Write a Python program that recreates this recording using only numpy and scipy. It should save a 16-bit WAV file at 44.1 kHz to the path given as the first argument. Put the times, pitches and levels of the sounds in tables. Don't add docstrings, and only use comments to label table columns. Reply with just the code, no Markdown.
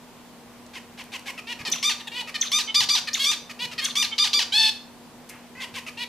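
import sys
import numpy as np
from scipy import signal
from scipy.fft import rfft, irfft
from scipy.io import wavfile
from scipy.ndimage import uniform_filter1d

SR = 44100
rng = np.random.default_rng(int(sys.argv[2]) if len(sys.argv) > 2 else 0)


def field_ratio(decibels):
    return 10 ** (np.asarray(decibels, dtype=float) / 20)


def inscribe(sig):
    pcm = np.round(np.clip(np.atleast_2d(sig).T, -1, 1) * 32767)
    wavfile.write(sys.argv[1], SR, pcm.astype(np.int16))


N = 268128


def evened(x):
    return x / np.sqrt(np.mean(abs(x) ** 2) + 1e-20)


def read(points, hz):
    f, value = np.transpose(points)
    return np.interp(np.log(hz + 1), np.log(f + 1), value)


def add(mix, s, sound):
    part = mix[round(s * SR):][:len(sound)]
    part += sound[:len(part)]


def blur(grid, bins, frames):
    return uniform_filter1d(uniform_filter1d(grid, bins, axis=0), frames, axis=1)


def drift(shape, hz):
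    z = rng.standard_normal(shape + (2,)) @ [1, 1j]
    span = max(round(SR / hz / 2), 1)
    return evened(uniform_filter1d(uniform_filter1d(z, span, -1), span, -1))


# f/Hz, level/dB
HUM_TONES = [
    (240, -52),
    (480, -64),
    (720, -73),
]


def hum():
    out, t = np.zeros(N), np.arange(N) / SR
    turned = np.cumsum(1 + 0.0053 * drift(t.shape, 3.5).real) / SR
    for hz, db in HUM_TONES:
        swell = 1 + 0.24 * drift(t.shape, 28)
        out += field_ratio(db) * np.sqrt(2) * (swell * np.exp(2j * np.pi * hz * turned)).real
    return out


# f/Hz, level/dB per Hz
AIR_COLOUR = [(12, -59), (20, -24.5), (207, -8.5), (450, -13.5), (1010, -14.5), (1340, -20.5), (3540, -24),
              (15500, -34.5)]
# f/Hz, likeness (1 = the same)
AIR_LIKENESS = [(60, 0.64), (180, 0.71), (550, 0.87), (1650, 0.72), (4970, 0.094), (15000, 0.01)]


def air():
    frames, hz = N // 256 + 5, np.fft.rfftfreq(1024, 1 / SR)
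    a, b, c, d, patches = rng.standard_normal((frames, 513, 5)).T
    patches = evened(blur(patches, 14, 16))
    same = np.clip(read(AIR_LIKENESS, hz), -1, 1)[:, None]
    left = a + 1j * b
    right = same * left + np.sqrt(1 - same ** 2) * (c + 1j * d)
    patch_db = 0.43 * patches * (hz > 150)[:, None]
    z = np.array([left, right]) * field_ratio(read(AIR_COLOUR, hz)[:, None] + patch_db)
    sound = signal.istft(z, nperseg=1024, noverlap=768)[1][:, :N]
    return field_ratio(-48.5) * evened(sound)


# t/s, peak level/dB, f/Hz, time to fade 60 dB/s
WIRE_TICKS = [
    (.664, -38, 5445, 0.011),
    (1.04, -37, 9300, 0.0098),
    (1.194, -31.5, 5860, 0.012),
    (1.7, -28.5, 11040, 0.026),
    (2.516, -27, 11050, 0.011),
    (3.84, -35, 9950, 0.036),
    (5.291, -39, 6240, 0.063),
    (5.295, -33, 7900, 0.047),
]
# t/s, peak level/dB, f/Hz, time to fade 60 dB/s
KNOCKS = [(1.6, -34, 132, 0.089), (1.648, -37.5, 907, 0.42), (1.68, -36, 329, 0.18),
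          (1.72, -39, 138, 0.099), (2.8, -41, 131, 0.21), (3.62, -40, 156, 0.24),
          (3.74, -43.5, 134, 0.16), (4.35, -37.5, 479, 0.15), (5.3, -44.5, 2286, 0.67),
          (5.345, -44, 1100, 0.18), (5.72, -49, 114.2, 0.46)]


def cage():
    out, t = np.zeros(N), np.arange(8000) / SR
    for rows, spread in ((WIRE_TICKS, .9), (KNOCKS, .4)):
        for s, db, hz, t60 in rows:
            burst = (drift(t.shape, spread * hz) * np.exp(2j * np.pi * hz * t)).real
            rise = np.minimum(t * hz / 2, 1)
            add(out, s, field_ratio(db - 60 * t / t60) * burst * rise)
    return out


# f/Hz, level/dB
BEAK_COLOUR = [(300, -32), (600, -10), (1000, -1), (4000, -2), (6200, -3), (8300, -5.5), (11000, -7),
               (15000, -14)]


def syllable(row, gesture, width, boost_db, rise, pattern_db):
    s, length, peak_db, top_hz, throat_hz = row
    share, *columns = np.transpose(gesture)
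    u = np.arange(round(share[-1] * length * SR)) / (length * SR)
    hz, rough, level_db = (np.interp(u, share, c) for c in columns)
    rough = np.clip(rough, 0, 1)

    jitter = (0.0076 + 0.027 * rough) * drift(u.shape, 287).real
    wander = 0.0078 * drift(u.shape, 48).real
    hz = top_hz * hz / hz.max() * (1 + jitter + wander)
    throat_hz = np.maximum(throat_hz * (hz / top_hz) ** 0.099, 1.2 * hz)

    k = np.arange(1, min(16000 // hz.min(), 40) + 1)[:, None]
    partial_hz = k * hz
    off_throat = np.log2(partial_hz / throat_hz) / width
    colour_db = read(BEAK_COLOUR, partial_hz) + boost_db * np.exp(-.5 * off_throat ** 2)
    colour_db[:len(pattern_db)] += np.array(pattern_db)[:, None]
    colour_db += 0.39 * (peak_db + level_db + 12.0) * np.clip(np.log2(partial_hz / 4500), 0, 1)
    gains = field_ratio(colour_db) * (partial_hz < .4 * SR)

    flutter = 1 + .6 * np.minimum(partial_hz / 2500, 1) * drift(gains.shape, 110)
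    rough = np.clip(rough + .1 * (partial_hz / 9000) ** 3, 0, 1)
    breath = np.minimum(partial_hz / 2600, 1) ** 2 * drift(gains.shape, 700)
    smear = np.sqrt(1 - rough) * flutter + np.sqrt(rough + 0.0014) * breath

    lag = 1.63 + 1.4 * (k * top_hz / 2000) ** 2
    phase = 2 * np.pi * k * np.cumsum(hz) / SR + lag
    voice = (gains * smear * np.exp(1j * phase)).real.sum(0)
    voice /= np.sqrt((gains ** 2).sum(0))
    fade_in = (u * length / rise) ** 1.5
    fade_out = (u[-1] - u) * length / .011
    return voice * field_ratio(peak_db + level_db) * np.minimum(1, np.minimum(fade_in, fade_out))


def sing(rows, gesture, width, boost_db, rise, pattern_db):
    out = np.zeros(N)
    for row in rows:
        add(out, row[0], syllable(row, gesture, width, boost_db, rise, pattern_db))
    return out


# share of the length, f/Hz, roughness 0-1, effort level/dB
MURMURS = [
    (2.22, .016, -29, 948, 920),
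    (4.7, 0.026, -39, 912, 1350),
]


def far_birds():
    return sing(MURMURS, TET_GESTURE, .6, 19, .0028, [9.4, -0.8])


INTRO_GESTURE = [(0, 420, .55, -10), (.4, 380, 0.6, -1), (.45, 557, 0.46, -1.5), (.75, 492.4, 0.3, -0.5),
                 (1, 441, 0.6, -1)]
INTROS = [(.732, 0.06, -34, 552, 2660), (0.973, 0.055, -34.5, 560, 2800), (1.117, 0.058, -30.5, 563, 2792),
          (1.256, 0.06, -29, 571, 2730), (5.601, .056, -29.5, 551.4, 2900), (5.738, 0.063, -29, 557, 2780)]


def intros():
    return sing(INTROS, INTRO_GESTURE, 0.26, 12.8, 0.0028, [8.5, 6.5, -5, 5.5, -3.5, -1, -10, -2])


TET_GESTURE = [
    (0, 685, 0.41, -6),
    (.5, 635.3, 0.71, -3.5),
    (1, 567, .35, -0.5),
]
TETS = [(1.375, .031, -29.5, 692, 2550), (1.589, 0.037, -30.5, 636, 2550), (1.997, 0.027, -30, 1015, 3000),
        (2.07, 0.021, -25, 965, 3250), (2.272, 0.037, -29, 657, 2600), (3.493, 0.033, -29.5, 656, 2900),
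        (3.711, 0.036, -29.5, 709, 3250), (5.863, 0.038, -28.5, 679, 2650)]


def tets():
    return sing(TETS, TET_GESTURE, 0.52, 9.3, 0.0028, [6, 4, -1.5, 4, -9, -8, -4, 0.5])


STACK_GESTURE = [(0, 455, .08, -7.5), (.5, 496.8, 0.035, 0), (.8, 493, .08, 1), (1, 455, 0.4, 6.5)]
STACKS = [(1.468, 0.07, -29.5, 481.4, 2960), (2.114, 0.11, -30, 496.6, 3080),
          (3.589, .075, -27, 495.6, 3190), (5.549, 0.076, -37.5, 521, 1990),
          (5.97, 0.078, -29.5, 490.6, 3040)]


def stacks():
    return sing(STACKS, STACK_GESTURE, 0.42, 17.3, 0.0043, [10.5, 7.5, -2.5, 4, 1.5, -1.5, -5, -2.5])


RISE_GESTURE = [(0, 516.3, .15, -10), (.3, 537.5, .04, -6), (.7, 545, .04, -6), (1, 535, .2, 2.5)]
RISES = [(3.19, 0.068, -15.5, 560, 2900), (3.811, 0.059, -22, 549, 2080)]


def rises():
    return sing(RISES, RISE_GESTURE, 0.73, 8.5, 0.0025, [-1.5, -8, -6.5, -1.5, -5, 8.5, 0.5, 5.5])


PEEP_GESTURE = [(0, 450, .1, -1.5), (.5, 444, .05, 4.5), (1, 449, .15, 4)]
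PEEPS = [(2.673, .042, -31.5, 441.5, 2320), (4.112, .037, -32, 450.5, 2310)]


def peeps():
    return sing(PEEPS, PEEP_GESTURE, 0.45, 28, 0.0045, [0, 21.5, 16, -7, 8.5, -14, 22.5, 20])


SLIDE_GESTURE = [
    (0, 646, 0.62, -6),
    (.55, 629, .15, -0.5),
    (1, 580, .5, -10.5),
]
SLIDES = [(1.65, 0.052, -23.5, 633, 3750), (2.342, 0.035, -23, 626, 3200), (3.072, .03, -23, 625, 3150),
          (3.779, 0.037, -22.5, 632, 3200)]


def slides():
    return sing(SLIDES, SLIDE_GESTURE, 0.89, 11.3, 0.0014, [-3, 2, 6.5, 6.5, 2.5, 1.5, 7, 3.5])


CHIRP_GESTURE = [(0, 5470, 0.26, -6.5), (.08, 6270, 0.21, -2.5), (.17, 6310, 0.53, -3),
                 (.18, 3508, 0.78, -7.5), (.27, 3505, 0.56, -7), (.38, 3550, .6, -12),
                 (.39, 2254, .6, -9.5), (.65, 1608, 0.83, -21), (1.25, 884, 0.62, -11)]
CHIRPS = [(1.722, .04, -13.5, 6280, 3280), (2.411, 0.046, -14.5, 6260, 3440),
          (3.137, .043, -11.5, 6440, 3720), (3.849, 0.037, -14.5, 6260, 2380)]


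def chirps():
    return sing(CHIRPS, CHIRP_GESTURE, 0.36, 10.6, 0.00075, [6.3, -4.5, -2])


RASP_GESTURE = [
    (0, 603, 1, -6),
    (.3, 595, 0.68, -1),
    (1, 606, 1, 3.5),
]
RASPS = [(1.765, 0.032, -34, 579, 3200), (2.453, 0.036, -31, 617, 3700), (3.891, .033, -31, 598, 3700)]
CATCHES = [(1.714, .015, -21.5, 590, 6300), (2.401, 0.0086, -31.5, 640, 7790),
           (3.13, .009, -18.5, 612, 5000), (3.839, 0.02, -26, 603, 8600)]


def rasps_and_catches():
    rasps = sing(RASPS, RASP_GESTURE, 0.24, 19, 0.0045, [0])
    catches = sing(CATCHES, RASP_GESTURE, 0.29, 15, 0.0031, [0])
    return rasps + catches


FLAT_GESTURE = [(0, 979, 0.33, 0.5), (.08, 1099, 0.51, -3.5), (.35, 1165, .02, -1),
                (.75, 1202, 0.015, -1.5), (.99, 1195, 0.024, -3), (1.03, 956, .2, 1),
                (1.2, 860, 0.44, -5.5), (1.35, 770, 0.89, -3), (1.75, 708, 0.75, -28)]
FLATS = [(1.826, 0.07, -18, 1207, 3970), (2.516, .071, -18, 1223, 4300), (3.247, .067, -18.5, 1209, 4200),
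         (3.953, 0.072, -18, 1214, 4020)]


def flats():
    return sing(FLATS, FLAT_GESTURE, 0.73, 11.6, 0.0027, [2.5, 3.5, 4.5, -1, 5])


TWIN_GESTURE = [(0, 983, .84, -2), (.12, 1132, 0.97, 2), (.3, 1181, .027, 1), (.99, 1192, 0.01, -.5),
                (1.05, 998, .06, 3.5), (1.25, 830, .35, -3), (1.4, 776.5, 0.75, -4), (1.8, 688, 0.79, -3)]
TWINS = [
    (2.743, .061, -17.5, 1198, 4830),
    (2.887, .063, -18.5, 1187, 4780),
    (4.18, .06, -18.5, 1201, 4530),
    (4.33, 0.061, -18.5, 1175, 4600),
]


def twins():
    return sing(TWINS, TWIN_GESTURE, 0.53, 13.6, 0.0016, [6.5, 7, 7, 7, 2.5, 0])


CALL_GESTURE = [(0, 749, 0.21, -7.5), (.15, 833, 0.056, -2.5), (.4, 889, 0.043, -1), (.7, 875, 0.22, -1),
                (1, 871, .4, -2.5)]
LONG_CALLS = [(4.518, .187, -16, 889.8, 3870)]


def long_calls():
    return sing(LONG_CALLS, CALL_GESTURE, 0.62, 15.8, 0.0076, [3, 3.5, 2, 5.5, 3.5, -1, -4.5, -5])


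def finch():
    low = intros() + tets() + stacks() + rises() + peeps()
    high = slides() + chirps() + rasps_and_catches() + flats() + twins() + long_calls()
    return low + high


# f/Hz, time to fade 60 dB/s
ROOM_RING = [(500, .4), (2000, .36), (5000, .38), (10000, .28)]
# f/Hz, level/dB
WALL_COLOUR = [(800, 3), (1800, -1.5), (3500, -4.5), (6000, -1.5), (12000, 0)]
# delay t/s, left gain, right gain
NEAR_ECHOES = [(.0011, .3, -.15), (.0023, -.1, .3), (.0047, .25, .1), (.0081, -.2, .15), (.013, .1, -.18)]


def room(x, tail_db):
    taps = np.zeros((2, SR))
    at = np.arange(500, SR - 20, 20) + rng.integers(0, 20, (2, (SR - 501) // 20))
    np.put_along_axis(taps, at, rng.choice([-1., 1.], at.shape), 1)
    taps = taps + 0.28 * taps[::-1]
    hz, t, z = signal.stft(taps, SR, nperseg=256)
    fade_db = read(WALL_COLOUR, hz)[:, None] - 60 * t / read(ROOM_RING, hz)[:, None]
    tail = signal.istft(z * field_ratio(fade_db), SR, nperseg=256)[1]
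    tail *= field_ratio(tail_db) / np.linalg.norm(tail[0])
    tail[:, 0] += field_ratio(np.array([.3, -.3]))
    for s, left, right in NEAR_ECHOES:
        tail[:, round(s * SR)] += left, right
    return signal.fftconvolve(x[None], tail, axes=1)[:, :N]


# f/Hz, level/dB
PORT_DIFFERENCE = [(500, -25), (1200, -33), (2500, -6), (5000, -0.5), (9000, 0.5), (14000, 2.5)]


def ports(pair):
    mid, side = (pair[0] + pair[1]) / 2, (pair[0] - pair[1]) / 2
    side = irfft(rfft(side) * field_ratio(read(PORT_DIFFERENCE, np.fft.rfftfreq(N, 1 / SR))), N)
    return np.array([mid + side, mid - side])


def thin_treble(x, under_db):
    hz, t, z = signal.stft(x, SR, nperseg=1024)
    power_db = 10 * np.log10(blur((abs(z) ** 2).mean(0), 9, 3) + 1e-20)
    luck = evened(blur(rng.standard_normal(power_db.shape), 9, 5))
    below_peak_db = power_db - power_db[hz > 1000].max(0)
    weak = (below_peak_db + 6 * luck < under_db) & (hz > 8300)[:, None]
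    return signal.istft(z * ~weak, SR, nperseg=1024)[1][:, :N]


def scene():
    in_room = room(far_birds() + finch() + cage(), tail_db=-6.5)
    hum_pair = hum() * field_ratio(np.array([[.3], [-.3]]))
    return ports(in_room) + air() + hum_pair


def roll_off(x):
    return signal.sosfilt(signal.butter(12, 16360, fs=SR, output="sos"), x)


def record(dry):
    lowpass = signal.firwin(255, 15250, window=("kaiser", 8), fs=SR)
    mix = signal.oaconvolve(dry, lowpass[None], "same")
    mix = thin_treble(mix, under_db=-39)
    return roll_off(mix)


dry = scene()
out = record(dry)
inscribe(out)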